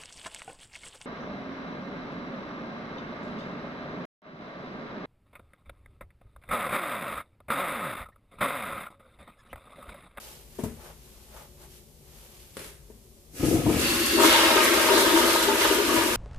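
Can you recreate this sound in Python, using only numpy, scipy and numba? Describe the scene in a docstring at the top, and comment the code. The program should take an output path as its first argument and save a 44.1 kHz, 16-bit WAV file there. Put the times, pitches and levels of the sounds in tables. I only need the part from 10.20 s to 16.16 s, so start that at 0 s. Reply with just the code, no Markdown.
"""A small tiled bathroom, where a toilet is flushed, heard from a phone held above the bowl.
Over a faint drone, a sleeve rustles, lid and valve knock, and the flush button clicks. Then water
rumbles through the channel under the rim, sprays down the porcelain and plunges into the pool.
Most of the water sound is made of bubbles: each rings briefly, big ones low and small ones high,
and the hollow of the bowl makes some pitches louder."""
import sys
import numpy as np
from scipy import signal
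from scipy.fft import rfft, irfft, next_fast_len
from scipy.io import wavfile
from scipy.ndimage import uniform_filter1d
from numba import njit

SR = 44100
rng = np.random.default_rng(int(sys.argv[2]) if len(sys.argv) > 2 else 0)


def inscribe(sig):
    """Save sig as 16-bit PCM at rate SR to the path in sys.argv[1].

    A 1-D sig is mono; a 2-D sig holds one channel per row.
    Samples are clipped to [-1, 1] before scaling.
    """
    pcm = np.round(np.clip(np.atleast_2d(sig).T, -1, 1) * 32767)
    wavfile.write(sys.argv[1], SR, pcm.astype(np.int16))


N = 262836
TIME = np.arange(N) / SR
FREQ = np.maximum(np.fft.rfftfreq(8192, 1 / SR), 1)

# Levels are relative. A "tone" table shapes low against high; t60 is the time to fade by 60 dB.
# tone of the room's hiss: freq_hz, level_db
HISS_TONE = [(15, -4), (25, 6.5), (43, -7.5), (150, -4.5), (186, -19), (207, -5.5), (309, -16.5),
             (363, -12.5), (394, -9.5), (637, -21.5), (709, -21.5), (1540, -32.5), (3090, -29),
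             (12800, -26), (15000, -31)]
# low notes of the building: pitch_hz, level_db
DRONE_NOTES = [(53.8, -57), (150.7, -67), (215.3, -75.5), (360.7, -68.5), (532.9, -95), (570.6, -75.5)]

# strokes of sleeve and hand: middle_s, length_s, rub_db, rustle_db
HAND_STROKES = [(0.044, 0.25, -55.5, -50.5), (0.403, 0.17, -63, -56), (0.552, 0.082, -72, -61),
                (0.662, 0.097, -48.5, -56.5), (0.988, 0.54, -65, -60.5), (1.186, 0.096, -50, -56),
                (1.435, 0.068, -56, -57.5), (1.549, 0.1, -68, -56.5), (2.002, 0.21, -60.5, -57),
                (2.2, 0.24, -67.5, -57), (2.441, 0.13, -60, -50.5)]
# tone of the dull rubbing: freq_hz, level_db
RUB_TONE = [(350, -6), (550, 4.5), (720, -2.5), (920, -4.5), (1150, -3), (1500, -7), (3000, -15.5),
            (4000, -20)]
# tone of the bright rustle: freq_hz, level_db
RUSTLE_TONE = [(1290, -9.5), (2200, -4), (2940, -1.5), (3390, -3), (7220, -4.5), (10300, -3.5),
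               (14000, -2.5), (15000, -28)]

# clicks of the flush button: start_s, level_db
BUTTON_CLICKS = [(2.369, -30.5), (2.392, -37), (2.444, -42)]
# tone of those clicks: freq_hz, level_db
CLICK_TONE = [(150, -5.5), (250, -6), (404, 1.5), (579, -3), (699, -15), (1540, -10), (2440, -12.5),
              (2660, -12), (2900, -14), (6480, -22), (9770, -13), (13300, -28), (15000, -34)]
# notes of the button's plastic catch: pitch_hz, level_db, t60_s
CATCH_NOTES = [(527, -35, .024), (1500, -38, 0.012), (1940, -39, .014), (4400, -46, .005),
               (8000, -45, .008), (10000, -45, .025)]

# knocks of lid and flush valve: start_s, level_db, pitch_hz, rattle_db, push_db, snap_db
KNOCK_HITS = [(0.387, -22.5, 376, -18.5, -17, -36), (0.436, -19.5, 179, -24.5, -7, -21.5),
              (0.455, -32, 240, -42, 0, -30), (2.698, -39, 414, -19.5, -22, -24),
              (3.462, -11.5, 280, -48, -9, -40), (3.492, -14.5, 322, -20, -13, -42)]
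# notes that lid and tank ring with: pitch_hz, level_db, t60_s
BODY_NOTES = [(80, -20, 0.54), (221, -11.5, 0.33), (241, -15, 0.42), (336, -21, 0.19), (405, -21, 0.1),
              (430.4, -12.5, 0.2), (638, -12, 0.043), (932, -12.5, 0.057), (1030, -22, 0.065)]
# tone of the rattle after a knock: freq_hz, level_db
RATTLE_TONE = [(150, 3.5), (450, -1.5), (750, -10.5), (980, -11), (1400, -16.5), (2200, -17.5), (4500, -29),
               (10000, -17), (15000, -22)]

TRICKLE_S, POOL_S = 3.52, 3.96  # when the first trickle, then the full stream, reach the pool
STREAM_RISE_S, FULL_FLOW_S, SAG_DB_PER_S = 0.054, 1.0, 8.5  # the stream arrives, stays strong, weakens
# tone of the pipe's rumble: freq_hz, level_db
PIPE_TONE = [(18, -31), (30, -17), (43, 8), (59, 14), (139, 3.5), (160, -2), (210, -39), (350, -120)]
# low thumps in the drain: start_s, level_db
DRAIN_THUMPS = [(5.75, -34), (5.88, -35)]

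# pitches at which the filling rim channel rings: pitch_hz, width_hz, level_db
CHANNEL_PEAKS = [(249, 33, 6.5), (339, 12, 15.5), (1270, 15, -13), (1440, 15, -2), (2710, 100, 2),
                 (3400, 90, -6), (4420, 260, -2.5)]
# shoves of water driving air out of that channel: start_s, level_db, length_s
WATER_SHOVES = [(3.128, -41.5, .07), (3.186, -30, 0.057), (3.218, -21, 0.057), (3.296, -19, 0.064),
                (3.441, -19, 0.047), (3.524, -23.5, 0.045)]
# tone of the bubbles in those shoves: freq_hz, level_db
SURGE_TONE = [(18, -43), (30, -24), (49, -13), (108, -8.5), (178, -14.5), (329, 3), (416, -14.5), (483, -4),
              (570, -20), (708, -15.5), (822, -22), (1150, -36), (1250, -16), (1600, -64), (2080, -56),
              (3520, -120)]

# loudness of the sheet of water running down the porcelain: time_s, splash_db, spray_db
SHEET_LEVELS = [(3.1, -84, -72), (3.17, -51.5, -47.5), (3.25, -40, -39), (3.3, -41.5, -35.5),
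                (3.44, -44.5, -43), (3.66, -30.5, -32.5), (3.98, -31, -33.5), (4.03, -23, -25.5),
                (4.13, -21.5, -30), (4.35, -25.5, -31), (5.1, -28.5, -31.5), (5.36, -31.5, -34.5),
                (5.42, -25.5, -32), (5.62, -31, -34.5), (5.73, -30, -33), (5.96, -32.5, -34.5)]
# tone of the splashing: freq_hz, level_db
SPLASH_TONE = [(320, -40), (550, 2.5), (741, -7), (907, -1.5), (1430, 1), (1580, 0.5), (1740, 1),
               (2390, -2.5), (2770, -2.5), (3150, -1), (4430, -3), (7000, -3), (9100, -28), (15400, -120)]
# tone of the fine spray: freq_hz, level_db
SPRAY_TONE = [(2350, -21), (4000, -2), (6920, -4), (12400, -4), (14000, -6), (14800, -27), (15000, -12)]
# pitches at which the splashing rings under the rim: pitch_hz, width_hz, lift_db
RIM_PEAKS = [(2135, 100, 3), (2874, 48, 4.5)]
# slaps of water that briefly make the sheet louder: start_s, lift_db, length_s
WATER_SLAPS = [(4.11, 0.5, 0.034), (4.23, 1, .03), (4.713, 1.5, 0.1), (4.95, 2, 0.051), (5.092, 3, .025),
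               (5.18, 1, 0.061), (5.395, 0.5, .04), (5.75, 1.5, .05)]
# bubbles where two streams meet: time_s, pitch_hz, level_db
FIZZ_PATH = [(3.6, 2570, -3), (4.0, 3340, -16), (4.13, 3260, -4), (4.3, 2750, -8), (4.48, 2050, -1),
             (4.58, 2650, -10), (4.68, 2240, -3), (4.75, 4360, -3), (4.88, 3320, -3.5), (5.02, 3600, -7),
             (5.11, 4200, -3), (5.2, 3920, -1), (5.28, 3320, -4.5), (5.34, 2220, -3.5), (5.43, 2950, -4),
             (5.62, 2720, -6), (5.96, 2450, -6.5)]

# pitches at which the air in the bowl rings: pitch_hz, width_hz, level_db
BOWL_PEAKS = [(230, 11, -7.5), (246, 41, -4), (280, 22, -10), (322.8, 29.6, 2.5), (400, 38, -1.5),
              (489, 53, -10.5), (520, 16, -9.5), (571, 18, -7), (631.6, 40, -6), (880, 220, -35),
              (934, 52, -6), (1055, 370, -16), (1242, 45, -8), (1440, 51, -18), (1591, 70, -13.5),
              (1716, 46, -20.5), (1850, 53, -21.5), (2300, 87, -28)]
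# big air pockets closing in the pool: start_s, level_db, pitch_hz
AIR_GULPS = [(3.8, -10, 337), (3.975, -8.5, 392), (4.045, -2.5, 324.6), (4.256, -8.5, 326),
             (4.358, -8, 379), (4.505, -6, 335.4), (4.57, -9, 333), (4.7, -4.5, 393), (4.745, -12, 328),
             (4.775, -8.5, 386), (4.82, -5.5, 396), (4.933, -2.5, 330.2), (5.04, -16, 331),
             (5.278, -7, 401), (5.411, -10.5, 392), (5.508, -6, 388), (5.583, -7.5, 404), (5.68, -9.5, 307),
             (5.74, -1, 329)]
# heaves of the pool that boom in the trap, the bend below it: start_s, level_db, length_s
POOL_HEAVES = [(3.914, -19.5, 0.12), (3.994, -20, 0.052), (4.385, -31, 0.038), (4.496, -32, 0.083),
               (4.704, -29, 0.049), (4.823, -24, 0.048), (4.97, -27.5, 0.1), (5.286, -25, 0.035),
               (5.503, -29, 0.22), (5.678, -25.5, 0.07), (5.824, -24.5, 0.03)]
EDDY_PITCH_HZ, EDDY_STEADINESS = 341.7, 0.57  # steadiness: 0 separate bubbles, 1 an unbroken note
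# gushes into the pool, each trapping one bubble: start_s, babble_db, bubble_db, bubble_hz
POOL_GUSHES = [(3.973, -31, -12, 900), (4.025, -20, -4, 941), (4.145, -36, -3, 924), (4.275, -32, -12, 964),
               (4.365, -22.5, -6, 914), (4.685, -22, 1, 937), (4.765, -25, -8, 945),
               (4.851, -26, -12, 1004), (4.96, -27, -12, 918), (5.149, -39, -13, 1254),
               (5.285, -28.5, -5, 885), (5.44, -23, -9, 882), (5.691, -30, -7, 1126),
               (5.764, -26.5, -3, 966)]
# short dips in the steady plunge: middle_s, length_s, dip_db
PLUNGE_LULLS = [(4.508, 0.043, -4.5), (5.23, .06, -1.5), (5.662, 0.037, -4.5)]

# how alike the phone's two microphones sound: freq_hz, likeness_0_to_1
MIC_LIKENESS = [(60, .93), (330, .93), (640, .75), (1000, .55), (1500, .25), (3100, .04), (15000, .01)]
# how much louder the left one is: freq_hz, left_minus_right_db
MIC_BALANCE = [(60, 4.5), (110, 3), (200, 6), (380, 5), (700, 5.5), (1290, 1.5), (2380, 0), (4400, 0.0),
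               (8120, 1), (15000, -2)]


def undb(db):
    """Decibels to gain."""
    return 10 ** (np.asarray(db) / 20)


def unit(x):
    """Scale to rms 1."""
    return x / np.sqrt(np.mean(x ** 2))


def fader(table, order=1):
    """Gain from one dB column of a curve; silent shortly outside its span."""
    rows = np.array(table)
    outside = np.maximum(rows[0, 0] - TIME, 0) + np.maximum(TIME - rows[-1, 0], 0)
    return undb(np.interp(TIME, rows[:, 0], rows[:, order])) * np.exp(-outside / .025)


def across(points):
    """Join (Hz, value) points on a log-frequency axis."""
    hz, value = np.transpose(points)
    return np.interp(np.log(FREQ), np.log(hz), value)


def above(hz, order=6):
    """Gain of a high-pass edge."""
    return 1 / np.sqrt(1 + (hz / FREQ) ** (2 * order))


def below(hz, order=6):
    """Gain of a low-pass edge."""
    return 1 / np.sqrt(1 + (FREQ / hz) ** (2 * order))


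def colour(x, gain):
    """Causal filter with the given gain at FREQ."""
    cepstrum = irfft(np.log(np.maximum(gain, gain.max() * 1e-4)))
    half = len(cepstrum) // 2
    cepstrum[1:half] *= 2
    cepstrum[half + 1:] = 0
    return signal.fftconvolve(x, irfft(np.exp(rfft(cepstrum)))[None, :half], axes=1)[:, :N]


def noise():
    """Two unrelated noises: one for the middle, one for the sides."""
    return rng.standard_normal((2, N))


def walk(rate):
    """Random levels held 1 / rate s and slewed; spread near 1."""
    k = max(int(SR / rate), 2)
    return unit(uniform_filter1d(np.repeat(rng.standard_normal(N)[:N // k + 1], k), k)[:N])


def add(out, s, sound):
    """Mix a short sound in at time s."""
    start = int(s * SR)
    out[:, start:start + sound.shape[-1]] += sound[..., :N - start]


@njit
def ring(starts, hz, cycles, size, glide):
    """Each bubble is a sine that dies within its cycles while its pitch glides up."""
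    out = np.zeros(N)
    for k in range(len(starts)):
        length = int(cycles[k] * SR / hz[k]) + 2
        turn = 2 * np.pi * hz[k] / SR
        z, p = size[k] + 0j, np.exp(1j * turn - 6 / length)
        bend = np.exp(1j * turn * glide / length)
        first = int(starts[k] * SR)
        for i in range(first, min(first + length, N)):
            z *= p
            p *= bend
            out[i] += z.imag
    return out


def bubbles(lo_hz, hi_hz, cycles, spread_db, glide, count, drift=None):
    """A cloud of bubbles from 3 s on, many small and a few large, with equal power per Hz; drift scales their pitch."""
    clouds = []
    for when, pitch, life, rank in rng.random((2, count, 4)).transpose(0, 2, 1):
        starts = 3 + when * (N / SR - 3)
        hz = lo_hz * (min(hi_hz, SR / 3) / lo_hz) ** pitch
        size = hz * undb(-spread_db * np.log(np.maximum(rank, .004)))
        if drift is not None:
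            hz = hz * np.interp(starts, TIME, drift)
        clouds.append(ring(starts, hz, cycles * (.5 + life), size, float(glide)))
    return unit(np.array(clouds))


def flowing(x):
    """Scale to rms 1 over the second half, where the water runs."""
    return x / np.sqrt(np.mean(x[:, N // 2:] ** 2, axis=1, keepdims=True))


def tiled(x, t60, wet_db):
    """Direct sound and the diffuse tail in which hard walls let its energy die away."""
    keep = np.exp(-2 * np.log(1000) / (t60 * SR))
    return x + undb(wet_db) * noise() * np.sqrt(signal.lfilter([1 - keep], [1, -keep], x ** 2))


def burst(start_s, attack_s, length_s, t60):
    """A loudness curve that rises, holds until length_s after its start, then dies away."""
    rise = np.clip((TIME - start_s) / attack_s, 0, 1)
    return rise * undb(-60 * np.clip((TIME - start_s - length_s) / t60, 0, 3))


def stream(rise_s, sag_share):
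    """Loudness of the full stream: it arrives, holds, then weakens as the tank empties."""
    age = TIME - POOL_S
    sag_db = sag_share * SAG_DB_PER_S * np.maximum(age - FULL_FLOW_S, 0)
    return np.clip(age / rise_s, 0, 1) * undb(-sag_db)


def together(gains):
    """Loudness of overlapping sounds: their powers add up."""
    return np.sqrt(sum(gain ** 2 for gain in gains))


def resonances(peaks):
    """Filter shape of a hollow: its air rings at a few pitches and is quiet between them."""
    return np.sqrt(sum(undb(db) ** 2 / (1 + 2 * ((FREQ - hz) / width) ** 2) ** 2
                       for hz, width, db in peaks))


def bump_db(hz, width_hz, lift_db):
    """One rounded peak to add to a tone."""
    return lift_db / (1 + (2 * (FREQ - hz) / width_hz) ** 2)


def background():
    """A faint hiss and the wavering low drone of the building."""
    hiss = unit(colour(noise(), undb(across(HISS_TONE)))) * undb(-53 - 2.0)
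    peaks = np.sqrt(sum(undb(db) ** 2 / (1 + ((FREQ - hz) / 11) ** 2) ** 2 for hz, db in DRONE_NOTES))
    drone = unit(colour(noise(), peaks)) * undb(-53 + 2 * walk(4.89))
    return hiss + drone


def handling():
    """Cloth and fingers slide by the phone; each stroke swells and fades smoothly."""
    hollow_db = bump_db(873, width_hz=110, lift_db=7.5)
    rub = unit(colour(noise() * undb(1.4 * walk(120)), undb(across(RUB_TONE) + hollow_db)))
    rustle = unit(colour(noise() * undb(0.96 * walk(280)), undb(across(RUSTLE_TONE))))
    middle_s, length_s, rub_db, rustle_db = np.array(HAND_STROKES).T[:, :, None]
    speed = np.exp(-2 * np.minimum(np.abs(TIME - middle_s) / length_s, 2) ** 2)
    return rub * together(speed * undb(rub_db)) + rustle * together(speed * undb(rustle_db))


def button():
    """The catch gives way with a crack and rings; each plastic click echoes off the tiles."""
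    click_gain, catch, t = np.zeros((1, N)), np.zeros((2, N)), TIME[:SR // 2]
    click_and_echo = undb(-60 * t / 0.018) + undb(-5 - 60 * t / 0.5)
    for start_s, db in BUTTON_CLICKS:
        add(click_gain, start_s, undb(db - 8) * click_and_echo)
    ringing = sum(undb(db - 60 * t / t60) * np.sin(2 * np.pi * hz * t) for hz, db, t60 in CATCH_NOTES)
    crack = undb(-33 - 60 * t / 0.0017)
    add(catch, BUTTON_CLICKS[0][0], -(ringing + crack) * np.array([[1], [.4]]))  # middle, side
    return catch + colour(noise() * click_gain, unit(undb(across(CLICK_TONE))))


def knocks():
    """Each blow gives a thud and a deeper push, rings the lid and tank, snaps and rattles."""
    out, t = np.zeros((2, N)), TIME[:SR // 2]
    # echoes in the small room make each note waver as it dies
    body = sum(undb(db + 2.2 * walk(35.7)[:len(t)] - 60 * t / t60) * np.sin(2 * np.pi * hz * t)
               for hz, db, t60 in BODY_NOTES)
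    grit = unit(colour(noise(), undb(across(RATTLE_TONE)) * below(7000, order=1)))
    rattle_fade = undb(-60 * t / 0.32) + undb(-4.5 - 60 * t / 0.54)
    contact = 1 - np.exp(-t / 0.0036)  # a soft hit: the force builds over a few ms
    push = np.sin(2 * np.pi * 135 * t) * undb(-60 * t / 0.035)
    snap = unit(colour(noise(), above(4500, order=2)))[:, :len(t)] * undb(-60 * t / 0.13)
    for start_s, db, hz, rattle_db, push_db, snap_db in KNOCK_HITS:
        thud = np.sin(2 * np.pi * hz * t) * undb(3.5 - 60 * t / 0.047)
        fresh_grit = np.roll(grit, -int(start_s * SR), axis=1)[:, :len(t)]
        rattle = undb(rattle_db + 0.5) * fresh_grit * rattle_fade
        ringing = (thud + undb(push_db + 11) * push + body) * np.array([[1], [.3]])
        add(out, start_s, undb(db) * (contact * (ringing + rattle) + undb(snap_db) * snap))
    return out


def pipe():
    """The pipe shudders as it fills, rumbles under the stream and thumps as the drain pulls."""
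    filling = undb(-40.5) * burst(TRICKLE_S, attack_s=0.038, length_s=0.035, t60=5)
    running = undb(-47 + walk(18)) * stream(STREAM_RISE_S, sag_share=0.26)
    thumps = [undb(db) * burst(s, attack_s=0.038, length_s=0.035, t60=0.25) for s, db in DRAIN_THUMPS]
    return unit(colour(noise(), undb(across(PIPE_TONE)))) * together([filling, running, *thumps])


def inflow():
    """Water filling the rim channel makes it ring: a hollow note with thin whistles above."""
    hollow = unit(colour(noise() * undb(2.8 * walk(16)), resonances(CHANNEL_PEAKS)))
    return undb(-32) * hollow * burst(start_s=3.54, attack_s=.1, length_s=0.48, t60=1)


def surge():
    """Shoves of water and air thud through the closed rim channel over a deep rumble."""
    trapped_air = bubbles(44.4, 1670, cycles=6.7, spread_db=1.0, glide=0.089, count=3000)
    channel = flowing(colour(trapped_air, undb(across(SURGE_TONE))))
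    glugs = bubbles(70, 250, cycles=2.7, spread_db=0.5, glide=.15, count=110)
    glugs = flowing(colour(glugs, above(72, order=2) * below(230, order=3)))
    rumble = unit(colour(noise(), above(40, order=3) * below(168, order=3)))
    shoves = together(undb(db) * burst(s, 0.018, length, t60=0.7) for s, db, length in WATER_SHOVES)
    return (undb(-4.5) * channel + undb(-11.5) * glugs + undb(-13.5) * rumble) * shoves


def meeting_streams():
    """Two streams meet and fold in air: a fizz of bubbles whose pitch swings as the streams shift."""
    time_s, hz, db = np.transpose(FIZZ_PATH)
    centre_hz = hz.mean()
    wander = np.interp(TIME, time_s, hz) / centre_hz * (1 + 0.027 * walk(14))
    fizz = bubbles(0.865 * centre_hz, 1.118 * centre_hz, cycles=17.5, spread_db=0.0, glide=0.064,
                   count=2500, drift=wander)
    fizz = tiled(fizz, t60=0.28, wet_db=-20)
    fizz = flowing(colour(fizz, above(1550, order=3) * below(8600, order=3)))
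    return undb(np.interp(TIME, time_s, db) - 3) * fizz * fader(SHEET_LEVELS)


def spurts(rate, decay_s, depth):
    """Loudness of an uneven stream: each small spurt starts at once and dies away."""
    kicks = (rng.random(N) < rate / SR) * np.minimum(rng.exponential(size=N), 2)
    return 1 + depth * signal.lfilter([1], [1, -np.exp(-1 / (decay_s * SR))], kicks)


def bowl_echoes(sound, echo_db, drift, count):
    """Echoes cross the bowl a few ms late; their paths drift with the water and the hand."""
    out = sound.copy()
    for lag_s in rng.uniform(.0008, .009, count):
        stretch = 1 + drift * np.sin(TIME + 2 * np.pi * rng.random())
        earlier = np.round(np.arange(N) - lag_s * SR * stretch).astype(int)
        out += undb(echo_db) * sound[:, np.clip(earlier, 0, N - 1)]
    return out


def water_sheet():
    """A sheet of water breaks up on the porcelain into splashing bubbles and crackling droplets."""
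    rim_db = sum(bump_db(*peak) for peak in RIM_PEAKS)
    splash = bubbles(511, 7360, cycles=16.8, spread_db=-1.5, glide=0.12, count=24000)
    splash *= spurts(rate=42, decay_s=0.026, depth=0.045)
    splash = bowl_echoes(tiled(splash, t60=.4, wet_db=-4), echo_db=-13, drift=.08, count=5)
    splash = flowing(colour(splash, undb(across(SPLASH_TONE) + rim_db) * below(4750, order=4)))
    spray = bubbles(4100, 16000, cycles=1.6, spread_db=0.0, glide=.05, count=24000)
    spray *= spurts(rate=39, decay_s=0.01, depth=0.39)
    spray = tiled(spray, t60=.25, wet_db=0)
    spray = flowing(colour(spray, undb(across(SPRAY_TONE)) * above(5240, order=4)))
    slap_db = sum(db * burst(s, 0.016, length, t60=0.1) for s, db, length in WATER_SLAPS)
    splash *= undb(slap_db - 0.1) * fader(SHEET_LEVELS)
    spray *= undb(0.53 + 0.72 * slap_db) * fader(SHEET_LEVELS, order=2)  # 2 picks the spray column
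    return splash + spray


def air_pockets(table, cycles, glide, gain_db):
    """Single large bubbles, each ringing at its own slowly rising pitch."""
    start_s, db, hz = np.array(table, float).T.copy()
    notes = ring(start_s, hz, np.full(len(hz), float(cycles)), undb(db + gain_db), glide)
    band = above(1.25 * hz.min(), order=3) * below(1.075 * hz.max(), order=3)
    return colour(np.array([notes, notes]), band) * np.array([[1], [.3]])


def eddy():
    """A swirl over the trap sheds bubbles of one size, so a hollow note wanders with it."""
    note = bubbles(EDDY_PITCH_HZ, EDDY_PITCH_HZ, cycles=22.0, spread_db=0.0, glide=0.0088,
                   count=900, drift=1 + 0.035 * walk(9))
    # each bubble drives the next: evening out the loudness leaves few gaps
    loudness = np.abs(signal.hilbert(note, next_fast_len(N)))[:, :N] + .05
    return flowing(colour(note / loudness ** EDDY_STEADINESS, above(253, order=4) * below(490)))


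def churn():
    """Big bubbles and the eddy boom at the bowl's lowest pitches, louder with each heave of the pool."""
    boom = bubbles(190, 520, cycles=10, spread_db=.8, glide=.1, count=2000)
    boom = flowing(colour(boom, resonances(BOWL_PEAKS) * below(454)))
    trickle = undb(-30) * np.clip((TIME - TRICKLE_S) / 0.044, 0, 1)
    steady = np.maximum(trickle, undb(-26) * stream(rise_s=0.28, sag_share=0.81))
    heaves = [undb(db) * burst(s, 0.044, length, t60=0.41) for s, db, length in POOL_HEAVES]
    return (undb(-6.5) * boom + undb(-5.5) * eddy()) * together([steady, *heaves])


def plunge():
    """The falling stream rings the bowl's higher pitches; each gush swells the babble and plops."""
    babble = bubbles(400, 2720, cycles=17.6, spread_db=2.0, glide=0.12, count=4500)
    babble *= spurts(rate=35, decay_s=.012, depth=.2)
    babble = tiled(babble, t60=.3, wet_db=0)
    babble = flowing(colour(babble, resonances(BOWL_PEAKS) * above(450) * below(2500)))
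    lull_db = sum(db * np.exp(-((TIME - s) / length) ** 2) for s, length, db in PLUNGE_LULLS)
    steady = undb(-26 + lull_db) * stream(STREAM_RISE_S, sag_share=0.8)
    gushes = [undb(db) * burst(s, 0.012, length_s=0.012, t60=0.21) for s, db, _, _ in POOL_GUSHES]
    trapped = [(s, db, hz) for s, _, db, hz in POOL_GUSHES]
    plops = air_pockets(trapped, cycles=190, glide=0.027, gain_db=-13)
    return babble * together([steady, *gushes]) + plops


def scene():
    """Mix as middle and side, then as left and right: alike in the bass, apart in the treble."""
    water = surge() + inflow() + pipe() + churn() + plunge() + water_sheet() + meeting_streams()
    water += air_pockets(AIR_GULPS, cycles=73, glide=0.033, gain_db=-6)
    mid, side = water + knocks() + button() + handling() + background()
    likeness = np.clip(across(MIC_LIKENESS), 0, .99)
    side = colour(side[None], np.sqrt((1 - likeness) / (1 + likeness)))
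    balance = undb(across(MIC_BALANCE))
    left = colour(mid + side, 2 * balance / (1 + balance))
    right = colour(mid - side, 2 / (1 + balance))
    return np.vstack([left, right])


def record(dry):
    """The phone thins the deepest bass and cuts the highest treble."""
    thinned = colour(dry, above(38.6, order=3))
    treble_cut = signal.ellip(10, .2, 90, 14700, fs=SR, output="sos")
    return signal.sosfilt(treble_cut, thinned)


dry = scene()
out = record(dry)
inscribe(out)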